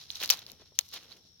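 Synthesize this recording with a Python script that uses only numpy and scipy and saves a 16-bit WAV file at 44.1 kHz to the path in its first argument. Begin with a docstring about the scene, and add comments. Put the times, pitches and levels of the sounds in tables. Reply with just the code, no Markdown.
"""Two slow steps in a dry field

Each press of the foot crushes grit and straw in a shower of tiny fractures. Single stalks snap and ring
for about a millisecond, clods knock softly and the soil thuds under the weight. Insects trill far away
over a low rumble. The two ports of the microphone colour the sound differently."""
import sys
import numpy as np
from scipy import signal
from scipy.fft import rfft, irfft
from scipy.io import wavfile
from scipy.ndimage import uniform_filter1d, minimum_filter1d

SR = 44100
rng = np.random.default_rng(int(sys.argv[2]) if len(sys.argv) > 2 else 0)


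def generate_wav(sig):
    """Save sig (samples, or channels by samples) to the path in sys.argv[1] as 16-bit PCM at SR."""
    pcm = np.round(np.clip(np.atleast_2d(sig).T, -1, 1) * 32767).astype(np.int16)
    wavfile.write(sys.argv[1], SR, pcm)


N = 61739


def amp(db):
    """Amplitude ratio of a level in decibels."""
    return 10 ** (np.asarray(db) / 20)


def unit(x):
    """Normalisation to an rms of 1."""
    return x / np.sqrt(np.mean(x ** 2) + 1e-20)


def add(mix, start_s, sound):
    """Superposition of a sound on the two-channel mix."""
    part = mix[:, max(round(start_s * SR), 0):][:, :sound.shape[-1]]
    part += sound[..., :part.shape[-1]]


def colour(x, points, size=4096):
    """Minimum-phase filtering along (frequency_hz, gain_db) points."""
    hz, db = np.transpose(points)
    log_hz = np.log(abs(np.fft.fftfreq(size, 1 / SR)) + 1)
    gain = amp(np.interp(log_hz, np.log(hz), db))
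    response = np.exp(np.conj(signal.hilbert(np.log(gain))))
    taps = np.fft.ifft(response).real[:size // 2]
    return np.apply_along_axis(lambda v: signal.fftconvolve(v, taps)[:N], -1, x)


def sides(db):
    """Left and right gains for a level difference, left minus right."""
    return amp(np.array([[db], [-db]]) / 2)


def field():
    """Filtered noise: a fading rumble, partly coherent between the sides, and a thin hiss of open air."""
    # frequency_hz, gain_db
    rumble_spectrum = [(20, -29.5), (40, -12.5), (75, 4.5), (130, 0), (250, -12.5), (500, -20.5),
                       (1000, -36.5), (2500, -49), (8000, -52)]
    air_spectrum = [(200, -6.5), (1500, 1), (2500, -6.5), (3600, 5.5), (5000, 2.5), (6500, -13),
                    (8500, -22), (15000, -14)]
    rumble_db, air_db, fade_db = -49.5, -68, -7.5
    noise = rng.standard_normal(N) + 0.61 * rng.standard_normal((2, N))  # common + independent
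    fading = amp(fade_db * np.linspace(-.5, .5, N))
    rumble = fading * unit(colour(noise, rumble_spectrum))
    air = unit(colour(rng.standard_normal((2, N)), air_spectrum))
    return amp(rumble_db) * rumble + amp(air_db) * air


def insects():
    """Amplitude modulation: a far chorus is a narrow band of noise pulsing at an uneven rate."""
    pitch_hz, width_hz, level_db = 5496, 300, -69.5
    trill_hz, trill_depth = 55, 0.46
    t = np.arange(N) / SR
    band = np.exp(-((np.fft.rfftfreq(N, 1 / SR) - pitch_hz) / width_hz) ** 2)
    drift = unit(uniform_filter1d(rng.standard_normal(N), SR // 30))
    trill = 1 + trill_depth * np.sin(2 * np.pi * trill_hz * (t + 0.32 * np.cumsum(drift) / SR))
    chorus = irfft(rfft(rng.standard_normal((2, N))) * band, N)
    return amp(level_db) * sides(db=4.5) * unit(chorus * trill)


def fractures(spectrum, per_s, spread_db, side_spread, spots=7):
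    """Shot noise of tiny fractures; each spot under the foot has its own delay between the ports."""
    strength = amp(spread_db * np.minimum(rng.exponential(1, N), 4))
    left = strength * rng.choice([-1, 1], N) * (rng.random(N) < per_s / SR)
    spot = rng.integers(0, spots, N)
    right = sum(np.roll(left * (spot == k), k - spots // 3) for k in range(spots))
    side_gains = np.exp(side_spread * rng.standard_normal((2, N)))
    crackle = colour(np.array([left, right]) * side_gains, spectrum)
    running_power = abs(uniform_filter1d((crackle ** 2).mean(0), SR // 60))
    return crackle / np.sqrt(running_power + 1e-12)


def crunches():
    """Brittle crushing of grit, straw and splinters: presses swell, die away and add in power."""
    # peak_s, rise_s, fall_s, grit_db, straw_db, splinter_db
    presses = [(0.018, .025, 0.041, -54.5, -48, -59.5), (0.13, 0.04, 0.09, -54, -49, -58),
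               (.167, 0.018, 0.019, -49.5, -44.5, -50.5), (.218, 0.019, 0.05, -38.5, -40, -44.5),
               (0.239, 0.0095, .012, -34, -34, -41.5), (0.303, 0.0025, 0.0067, -25, -46, -28),
               (0.325, 0.02, 0.019, -31, -33, -37), (0.382, 0.013, 0.035, -47, -51, -55.5),
               (0.423, 0.007, 0.014, -49, -50, -78), (.494, 0.032, 0.043, -53.5, -56.5, -59.5),
               (0.62, 0.034, 0.02, -58.5, -58.5, -78), (.66, 0.0043, 0.036, -63.5, -60.5, -77),
               (0.756, 0.0075, 0.022, -74, -58, -67), (0.796, 0.0085, .02, -47.5, -49, -49.5),
               (.856, 0.019, 0.04, -61, -59, -59), (0.901, 0.017, 0.06, -72, -55.5, -68),
               (.942, 0.015, 0.031, -41.5, -41, -50), (0.968, 0.01, 0.0084, -40.5, -44.5, -71),
               (1.039, 0.044, 0.044, -54.5, -60.5, -63), (1.126, 0.039, 0.024, -53.5, -53.5, -63.5),
               (1.168, .006, 0.019, -57.5, -62, -63), (1.276, 0.062, 0.039, -81, -63, -93),
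               (1.4, 0.0061, .02, -85, -55, -83.5)]
    # frequency_hz, gain_db
    grit_spectrum = [(40, -21), (150, -10), (400, 3), (900, 4), (1700, -0.5), (2600, -0.5), (4000, -2.5),
                     (8000, -51.5)]
    straw_spectrum = [(300, -25), (1500, -12), (2800, 0), (4200, 14.5), (6400, -3.5), (8000, -14.5),
                      (11000, -8.5), (16000, -23.5)]
    splinter_spectrum = [(1000, -47), (5000, -6.5), (8000, -7), (12000, -3.5), (16000, -3.5)]
    t, power = np.arange(N) / SR, np.zeros((3, N))
    for peak_s, rise_s, fall_s, *levels_db in presses:
        age = t - peak_s
        press = np.exp(-np.where(age < 0, (age / rise_s) ** 2, age / fall_s))
        power += (amp(levels_db)[:, None] * press) ** 2
    grit, straw, splinters = np.sqrt(power)
    return (grit * fractures(grit_spectrum, per_s=3000, spread_db=3.5, side_spread=0.45)
            + straw * fractures(straw_spectrum, per_s=4500, spread_db=3.5, side_spread=0.5)
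            + splinters * fractures(splinter_spectrum, per_s=6800, spread_db=4.5, side_spread=0.26))


def stalk_snaps():
    """Impulse excitation: a stalk breaks, tears and rings, and the litter scatters the sound back."""
    # start_s, level_db, pitch_hz, ring_ms, left_minus_right_db, edge_over_ring_db
    breaks = [(.1033, -21, 3960, 0.28, -5.5, -11), (0.1087, -37.5, 4340, 0.16, 16, 7),
              (.1154, -40, 5870, 0.21, 11, -24), (0.1532, -34.5, 5810, 0.37, 4, -7),
              (.1568, -25.5, 3850, .4, -7.5, -7), (0.1698, -34, 4700, 0.47, 8, -4),
              (.2024, -27.5, 4370, 0.4, -16, -1), (0.2161, -22.5, 4700, 0.12, -8, 6),
              (0.2275, -18, 2760, 0.11, 0, -10), (.2350, -18, 4050, .13, 3.5, 7.5),
              (.2391, -15.5, 2640, 0.053, -1, -4), (0.2454, -25, 4000, .3, -8, 9),
              (0.248, -21.5, 4400, .3, -8.5, -3), (.2588, -21, 4510, 0.23, 5.5, 2),
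              (0.2769, -31.5, 4160, 0.11, 13.5, -1), (.2923, -14.5, 4600, 0.37, -7, -1.5),
              (0.3017, -1.5, 3970, 0.11, -5.5, 4), (.3037, -2.5, 4360, 0.35, 4, 6.5),
              (.3076, -12.5, 5540, 0.3, 15.5, -8.5), (.3129, -13, 4950, 0.28, 3.5, -7),
              (.323, -22, 4340, 0.38, -10, -10), (.3371, -18.5, 4830, 0.39, -7.5, 6),
              (0.3722, -32, 4200, .2, -5, 27), (0.3899, -35.5, 3900, 0.47, -7, -15),
              (.3923, -38.5, 6300, 0.11, 15, 27), (.4653, -29, 4520, 0.38, -3, -8.5),
              (.4992, -37.5, 4130, 0.35, -11.5, -10), (.5045, -47.5, 5000, 0.19, 12, 10),
              (0.5176, -34, 4800, 0.21, 5.5, 4), (.7897, -9, 5820, 0.11, 6.5, 1),
              (.7898, -11.5, 3200, 0.16, -1.5, -5), (.7909, -22.5, 3900, 0.63, 16.5, -11.5),
              (.8099, -28.5, 4320, 0.77, -3.5, -1.5), (.889, -44.5, 5650, 0.23, 13, 14),
              (0.9147, -44, 3870, 0.3, 12, -3), (0.9314, -35, 5000, .25, 2, 3),
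              (.941, -30, 5900, 0.091, 9.5, 14), (0.9637, -34, 3930, 0.17, -6.5, -24),
              (0.9771, -32, 2950, 0.13, 0, -9), (1.0335, -46, 5500, 0.11, 7, 20),
              (1.119, -38.5, 4030, 0.55, -15.5, -22), (1.1253, -42.5, 4480, 0.57, -17.5, -20)]
    # hollow colour of the stalk: frequency_hz, gain_db
    stalk_body = [(100, -11.5), (700, -9.5), (1600, -4.5), (2600, 5.5), (5200, 2), (9000, -1), (16000, 6.5)]
    tear_s, tear_gain, boost_db = 0.0007, 0.8, 11
    scatter_s, scatter_db, right_lag_s = 0.0024, -14, 0.00003
    out, t = np.zeros((2, N)), np.arange(SR // 20) / SR
    lag = np.exp(-2j * np.pi * np.fft.rfftfreq(len(t), 1 / SR) * np.array([[0], [right_lag_s]]))
    taper = (1 - t / t[-1]) ** 2
    for start_s, level_db, pitch_hz, ring_ms, pan_db, edge_db in breaks:
        fibres, scatter = rng.standard_normal((2, 2, len(t)))
        age = t * 1000 / ring_ms
        ring = unit(np.sin(2 * np.pi * pitch_hz * t) * age * np.exp(-age))
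        tear = tear_gain * fibres * np.exp(-t / tear_s)
        edge = colour((t == 0) + tear, stalk_body)[:, :len(t)]
        crack = unit(ring + amp(edge_db) * unit(edge))
        echo = unit(signal.fftconvolve(crack, scatter * np.exp(-t / scatter_s), axes=1)[:, :len(t)])
        snap = irfft(rfft(crack + amp(scatter_db) * echo) * lag, len(t)) * taper
        add(out, start_s, amp(level_db + boost_db) * sides(pan_db) * snap / np.sqrt(len(t)))
    return out


def knocks():
    """Heavily damped oscillation: clods and sole knock on the soil, each with a short crumble."""
    # start_s, level_db, pitch_hz
    impacts = [(.216, -26.5, 518), (.532, -39.5, 185), (.5985, -37.5, 408), (.608, -36, 440),
               (.6195, -32, 524), (.7203, -39, 497), (0.49, -54, 400), (1.186, -47, 430),
               (1.25, -43.5, 210)]
    # frequency_hz, gain_db
    crumble_spectrum = [(100, -11.5), (350, 5), (900, -4.5), (1500, -19), (4000, -38)]
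    crumble_s, crumble_db = 0.01, -13.5
    out, t = np.zeros((2, N)), np.arange(SR // 15) / SR
    for start_s, level_db, pitch_hz in impacts:
        noise = unit(colour(rng.standard_normal(len(t)), crumble_spectrum)[:len(t)])
        crumble = amp(crumble_db) * noise * np.exp(-t / crumble_s)
        tone = np.sin(2 * np.pi * pitch_hz * t) * np.exp(-t * pitch_hz)  # falls to 1/e in one cycle
        add(out, start_s, amp(level_db) * (tone + crumble))
    return out


def thuds():
    """Compaction: soft swells of low noise as the soil gives way under the foot."""
    # peak_s, width_s, level_db
    pushes = [(0.276, 0.025, -44.5), (.35, 0.037, -45.5), (0.502, 0.06, -46), (0.959, 0.031, -50),
              (1.06, 0.091, -52), (1.16, 0.046, -54), (1.26, 0.075, -59.5)]
    # frequency_hz, gain_db
    soil_spectrum = [(30, -29.5), (70, -4), (170, 4.5), (300, -3), (480, -4), (800, -15.5), (2000, -43)]
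    t = np.arange(N) / SR
    weight = sum(amp(db) * np.exp(-((t - peak_s) / width_s) ** 2) for peak_s, width_s, db in pushes)
    return weight * unit(colour(rng.standard_normal(N), soil_spectrum))


def scene():
    """Superposition of the footsteps and the sound of the field."""
    return stalk_snaps() + crunches() + thuds() + knocks() + insects() + field()


def record(dry):
    """Transduction: each port's frequency response, faint self-noise, a fast limiter and a band limit."""
    # frequency_hz, gain_db
    left_port = [(100, -18.5), (500, -11.5), (1000, -7.5), (2500, -3), (4500, -4), (6400, 9), (7500, 0.5),
                 (9000, -2.5), (11000, 2.5), (15500, -0.5)]
    right_port = [(100, -20.5), (500, -15), (1000, -12), (2200, -6.5), (3200, 1.5), (4700, -1), (5600, 5),
                  (6800, -3.5), (8300, -22), (10000, -16), (13000, -7), (15500, -29.5)]
    self_noise_db, ceiling, cutoff_hz = -79.5, 0.98, 16300
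    x = np.array([colour(dry[0], left_port), colour(dry[1], right_port)])
    x += amp(self_noise_db) * rng.standard_normal((2, N))
    held_gain = minimum_filter1d(ceiling / np.maximum(abs(x), ceiling), size=41, axis=1)
    limited = x * uniform_filter1d(held_gain, size=41, axis=1)
    low_pass = signal.firwin(255, cutoff_hz, window=("kaiser", 8), fs=SR)
    return signal.oaconvolve(limited, low_pass[None], "same")


dry = scene()
out = record(dry)
generate_wav(out)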